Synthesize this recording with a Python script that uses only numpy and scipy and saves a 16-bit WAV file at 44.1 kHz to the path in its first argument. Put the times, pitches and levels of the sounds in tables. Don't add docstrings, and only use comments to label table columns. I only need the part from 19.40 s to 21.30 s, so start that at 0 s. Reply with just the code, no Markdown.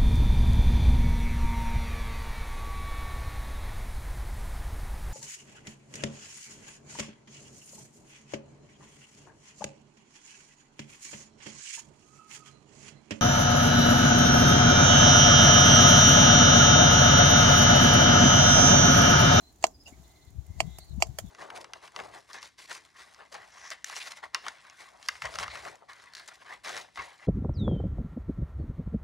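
import sys
import numpy as np
from scipy import signal
from scipy.fft import rfft, irfft, next_fast_len
from scipy.io import wavfile
from scipy.ndimage import uniform_filter1d, map_coordinates

SR = 44100
rng = np.random.default_rng(int(sys.argv[2]) if len(sys.argv) > 2 else 0)


def to_wav(sig):
    pcm = np.clip(np.atleast_2d(sig), -1, 1) * 32767
    pcm = np.round(pcm).astype(np.int16)
    wavfile.write(sys.argv[1], SR, pcm.T)


N = 83790
T = np.arange(N) / SR


def amp(db):
    return 10 ** (np.asarray(db) / 20)


def unit(x):
    return x / np.sqrt(np.mean(x ** 2) + 1e-20)


def curve_at(points, hz):
    freqs, values = np.transpose(points)
    return np.interp(np.log(hz + 1), np.log(freqs + 1), values)


def pan(db):
    return amp(np.array([[db], [-db]]) / 2)


def wobble(per_s):
    return map_coordinates(rng.standard_normal(int(N * per_s / SR) + 4), [T * per_s])


def filtered(x, response):
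    size = next_fast_len(N + SR // 4)
    return irfft(rfft(x, size) * response(np.fft.rfftfreq(size, 1 / SR)), size)[..., :N]


def noise(spectrum, alike):
    mid, side = filtered(rng.standard_normal((2, N)), lambda hz: amp(curve_at(spectrum, hz)))
    width = np.arccos(np.clip(alike, -1, 1)) / 2
    return unit(np.cos(width) * mid + np.sin(width) * np.array([side, -side]))


def struck(t, t60, attack_s=0.0007):
    t = np.maximum(t, 0)
    return (1 - np.exp(-t / attack_s)) * np.exp(-np.log(1000) * t / t60)


def arch(start, length):
    return np.sqrt(abs(np.sin(np.pi * np.clip((T - start) / length, 0, 1))))


def mode(start, hz, t60, left_lead_s=0.0002, phase=0):
    out = np.zeros((2, N))
    span = slice(int(start * SR), int((start + 2 * t60) * SR))
    t = T[span] - start - np.array([[0], [left_lead_s]])
    out[:, span] = struck(t, t60) * np.sin(2 * np.pi * hz * t + phase)
    return out


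# freq_hz, gain_db
HISS_EQ = [(200, -14.5), (390, -1), (510, -23.5), (640, -1), (1340, -14), (2070, -15.5), (2520, -19),
           (4090, -14.5), (4830, -17.5), (7200, -10.5), (7820, -20.5), (16000, -24.5)]
DISTANT_RUMBLE_EQ = [(20, -21.5), (45, -11), (64, -1), (90, -11.5), (160, -18.5), (300, -19), (600, -34),
                     (2000, -48.5)]
# time_s, level_db
HISS_RIDE = [(0, -63), (.38, -69.5), (.58, -62), (.88, -65), (.95, -67), (1.3, -60.5), (1.5, -64.5),
             (1.9, -62.5)]


def outdoor_bed():
    hiss = amp(np.interp(T, *np.transpose(HISS_RIDE))) * noise(HISS_EQ, alike=0.17) * pan(-1.7)
    return hiss + amp(-60.5 + 1.5 * wobble(per_s=4)) * noise(DISTANT_RUMBLE_EQ, alike=0.93)


# start_s, length_s, level_db, start_pitch_hz, end_pitch_hz, blur_hz
BIRD_NOTES = [(0, 0.11, -65.5, 4130, 4174, 303), (0.274, 0.062, -74, 5240, 5380, 90),
              (0.337, 0.031, -65.5, 5050, 4845, 349.7), (0.393, 0.035, -61.5, 5100, 5090, 380.3),
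              (0.449, 0.038, -60, 5140, 4720, 330), (0.459, 0.026, -53, 2770, 2820, 250.7),
              (0.52, 0.0355, -65, 2230, 2136, 300), (1.253, 0.18, -64.5, 3550, 3840, 694),
              (1.391, 0.061, -58.5, 4186, 4394, 597.4), (1.457, 0.081, -66.5, 4450, 3815, 680),
              (1.843, 0.052, -68.5, 3650, 3480, 500)]


def birds(flutter_hz=35):
    out = np.zeros((2, N))
    for start, length, db, start_hz, end_hz, blur_hz in BIRD_NOTES:
        progress = np.clip((T - start) / length, 0, 1)
        pitch_hz = start_hz + (end_hz - start_hz) * progress + flutter_hz * wobble(per_s=240)
        phase = 2 * np.pi * np.cumsum(pitch_hz) / SR
        blur = np.array([wobble(blur_hz) + 1j * wobble(blur_hz) for side in range(2)])
        tone = np.exp(1j * phase) + 1.2 * blur_hz / start_hz * np.exp(2j * phase)
        out += amp(db) * arch(start, length) * unit((blur * tone).real)
    return out


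# freq_hz, gain_db
TINK_EQ = [(1500, -6.5), (3000, -7.5), (3900, -6.5), (5000, -10.5), (7000, 7), (9000, -17), (15000, -20)]
SIZZLE_EQ = [(5000, -31), (9000, 7), (12000, 4), (15000, 1.5), (16500, -20.5)]


def grip_crackle(per_s=23, softest_db=-64, spread_db=6.4):
    grain = noise(TINK_EQ, alike=0.17) + noise(SIZZLE_EQ, alike=0.15)
    draws = rng.random((int(per_s * N / SR), 2))
    return grain * sum(amp(softest_db + spread_db * size) * struck(T - when * N / SR, t60=0.021)
                       for when, size in draws)


# freq_hz, gain_db
BODY_EQ = [(200, -23.5), (450, -6), (680, 6), (1100, -8), (1600, -35), (2800, -14.5), (3800, -37),
           (9000, -45.5)]
# peak_s, tink_db, rise_s, t60_s, body_vs_tink_db, sizzle_vs_tink_db
TICK_CUES = [(0.227, -41, 0.00077, 0.025, -17.5, -18), (0.268, -32.5, 0.00058, 0.017, -13.5, -15),
             (0.48, -51.5, 0.0086, 0.15, -1.5, -9.5), (1.604, -50, 0.00077, 0.13, 0.5, -11.5),
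             (1.670, -51.5, 0.0011, 0.021, -13, -5), (1.798, -44.5, 0.00092, 0.055, -7, -7.5)]
METAL_ALIKE = 0.045


def carrier_ticks():
    body = noise(BODY_EQ, alike=0.7)
    tink = noise(TINK_EQ, alike=0.11) * pan(-6)
    sizzle = noise(SIZZLE_EQ, METAL_ALIKE)
    out = np.zeros((2, N))
    for peak, db, rise_s, t60, body_db, sizzle_db in TICK_CUES:
        envelope = np.exp(np.minimum((T - peak) / rise_s, np.log(1000) * (peak - T) / t60))
        out += amp(db) * envelope * (tink + amp(body_db) * body + amp(sizzle_db) * sizzle)
    return out


# pitch_hz, gain_db, t60_s
THUD_MODES = [(352, -20, 0.057), (455, -29.5, 0.11), (652, -2, 0.037), (790, 2, .015), (1016, -3, 0.015),
              (1262, -13, 0.017)]
# pitch_hz, gain_db, t60_s, pan_left_db
CLACK_MODES = [(1940, -7, 0.01, -5.5), (2306, 1.5, 0.0092, -10.5), (2742, -1, 0.014, -7.5),
               (3060, -10, 0.025, -2.5), (3308, -16.5, 0.035, -1.5)]
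# pitch_hz, gain_db
STEEL_MODES = [(4450, -17), (4710, -8.5), (5005, -8), (5490, -8.5), (6040, -12.5), (6190, -5.5),
               (6425, -22.5), (7020, -5), (7380, -6), (8030, -13.5)]
# freq_hz, gain_db
RING_EQ = [(1200, -4), (2500, -2), (3300, -7.5), (3650, -11), (4150, 2.5), (4750, 6.5), (5400, -6.5),
           (6200, 2.5), (7200, 0), (8300, -0.5), (10000, -23), (16000, -42)]
CRACK_EQ = [(250, -24.5), (400, 3), (520, 1), (730, 11.5), (970, -10.5), (1200, -3.5), (1950, -1),
            (2700, -8.5), (3250, 4.5), (3600, -14.5), (8000, -36.5)]
# start_s, thud_db, thud_tilt_db_per_octave, clack_db, ring_db,
# steel_db, crack_db, sizzle_db, after_ring_db
KNOCK_CUES = [(0.2399, -8.5, 3, -12, -16, -28.5, -25.5, -38.5, -63),
              (1.203, -16, 2, -15, -21.5, -25.5, -33.5, -39, -52.5),
              (1.3848, -41, -6, -48.5, -43, -46, -47, -41, -62.5),
              (1.6226, -13.5, 2.5, -11.5, -21, -16, -38, -32, -56.5),
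              (1.7859, -34.5, -2, -34.5, -32, -31, -29, -31, -70)]


def carrier_knocks(slide_rise_s=0.01, low_cut_hz=226):
    metal_pan = pan(-5)
    ring = noise(RING_EQ, METAL_ALIKE) * metal_pan
    sizzle = noise(SIZZLE_EQ, METAL_ALIKE) * metal_pan
    crack = noise(CRACK_EQ, alike=0.44)
    slide = noise(RING_EQ, METAL_ALIKE) + amp(-4) * noise(BODY_EQ, alike=0.75)
    out = np.zeros((2, N))
    for start, thud_db, tilt, clack_db, ring_db, steel_db, crack_db, sizzle_db, after_db in KNOCK_CUES:
        t = T - start
        for k, (hz, db, t60) in enumerate(THUD_MODES):
            gain = amp(thud_db + db + tilt * np.log2(hz / THUD_MODES[2][0]))
            out += (-1) ** k * gain * pan(2) * mode(start, hz, t60)
        for k, (hz, db, t60, pan_db) in enumerate(CLACK_MODES):
            gain = amp(clack_db + db + rng.normal(0, 1))
            out += (-1) ** k * gain * pan(pan_db) * mode(start, hz, t60, left_lead_s=0.0001)
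        for hz in (672, 744):
            out += amp(after_db) * wobble(per_s=49) * mode(start, hz, t60=0.33)
        for hz, db in STEEL_MODES:
            phase = 2 * np.pi * rng.random((2, 1))
            gain = amp(steel_db + db + rng.normal(0, 1))
            out += gain * metal_pan * mode(start, hz, t60=0.031, phase=phase)
        out += amp(ring_db) * struck(t, t60=0.027) * ring
        out += amp(crack_db) * struck(t, t60=0.032) * crack
        out += amp(sizzle_db) * struck(t, t60=0.031) * sizzle
        lead_in = np.exp(-abs(t) / slide_rise_s) * (t < 0)
        out += amp(ring_db - 28) * lead_in * slide
    return signal.sosfilt(signal.butter(2, low_cut_hz, 'highpass', fs=SR, output='sos'), out)


# freq_hz, t60_s
YARD_DECAY = [(200, 0.37), (700, 0.2), (2500, 0.074), (7000, 0.2), (15000, 0.033)]


def echoes(send, near_db=-22, yard_db=-23.5):
    hz, t, bands = signal.stft(rng.standard_normal((2, SR // 2)), SR, nperseg=256)
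    decay = np.exp(-np.log(1000) * t / curve_at(YARD_DECAY, hz)[:, None])
    yard = signal.istft(bands * decay, SR, nperseg=256)[1]
    near = rng.standard_normal(yard.shape) * struck(T[:yard.shape[1]] - 0.003, t60=0.039)
    tail = amp(yard_db) * yard / np.linalg.norm(yard[0]) + amp(near_db) * near / np.linalg.norm(near[0])
    return signal.fftconvolve(send, tail, axes=1)[:, :N]


# freq_hz, gain_db
HANDLING_EQ = [(20, -32), (45, -8), (65, 8.5), (100, -6), (150, -4.5), (220, -23), (350, -31.5), (700, -47),
               (2000, -73.5)]
# time_s, left_level_db
HANDLING_RIDE = [(0, -83.5), (.5, -59.5), (.6, -50.5), (.75, -71), (.93, -50.5), (.99, -31.5), (1.03, -47),
                 (1.075, -52.5), (1.1, -31.5), (1.135, -53), (1.17, -38.5), (1.29, -34.5), (1.34, -44),
                 (1.485, -54), (1.51, -35.5), (1.59, -30), (1.635, -45), (1.69, -33.5), (1.76, -50),
                 (1.815, -48.5), (1.845, -33), (1.9, -51)]
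# centre_s, left_level_db, pitch_hz
GRIP_BUMPS = [(0.527, -39.5, 270), (0.6, -42.5, 149), (0.881, -44.5, 90), (0.989, -29.5, 94.4),
              (1.103, -33, 84.4), (1.583, -25, 177.4), (1.843, -36.5, 210)]


def handling():
    level = amp(np.interp(T, *np.transpose(HANDLING_RIDE)))
    rumble = noise(HANDLING_EQ, alike=0.084)
    local_power = abs(uniform_filter1d(rumble ** 2, size=2000, axis=1))
    even_rumble = rumble / np.sqrt(local_power + 1e-6)
    bumps = np.zeros(N)
    for centre, db, hz in GRIP_BUMPS:
        cycles = (T - centre) * hz
        bumps += amp(db) * np.exp(-(cycles / 0.81) ** 2) * np.sin(2 * np.pi * cycles)
    return level * even_rumble * amp([[0], [-16]]) + bumps * amp([[0], [-12]])


# start_s, length_s, level_db
WHINE_CUES = [(0.623, 0.31, -72), (1.041, 0.45, -70)]


def hub_whine(pitch_hz=2059, waver_hz=59):
    level = sum(amp(db) * arch(start, length) for start, length, db in WHINE_CUES)
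    phase = 2 * np.pi * np.cumsum(pitch_hz + waver_hz * wobble(per_s=280)) / SR
    return level * unit(np.sin(phase))


# freq_hz, gain_db
TWITTER_EQ = [(3100, -30), (3550, -0.5), (3800, -6), (4150, 1), (5200, -24)]


def twitter(start_s=0.625, length_s=0.285, pulses_per_s=17.5, level_db=-66):
    gate = (T > start_s) & (T < start_s + length_s)
    pulses = np.sin(np.pi * pulses_per_s * (T - start_s)) ** 2
    return amp(level_db) * gate * pulses * noise(TWITTER_EQ, alike=0)


def scene():
    hub = carrier_knocks() + carrier_ticks()
    birdsong = birds()
    reverb = echoes(hub + amp(20) * birdsong)
    return hub + birdsong + reverb + hub_whine() + grip_crackle() + handling() + twitter() + outdoor_bed()


def record(dry):
    cutoff_hz = 15900
    return filtered(dry, lambda hz: 1 / np.sqrt(1 + (hz / cutoff_hz) ** 120))


dry = scene()
out = record(dry)
to_wav(out)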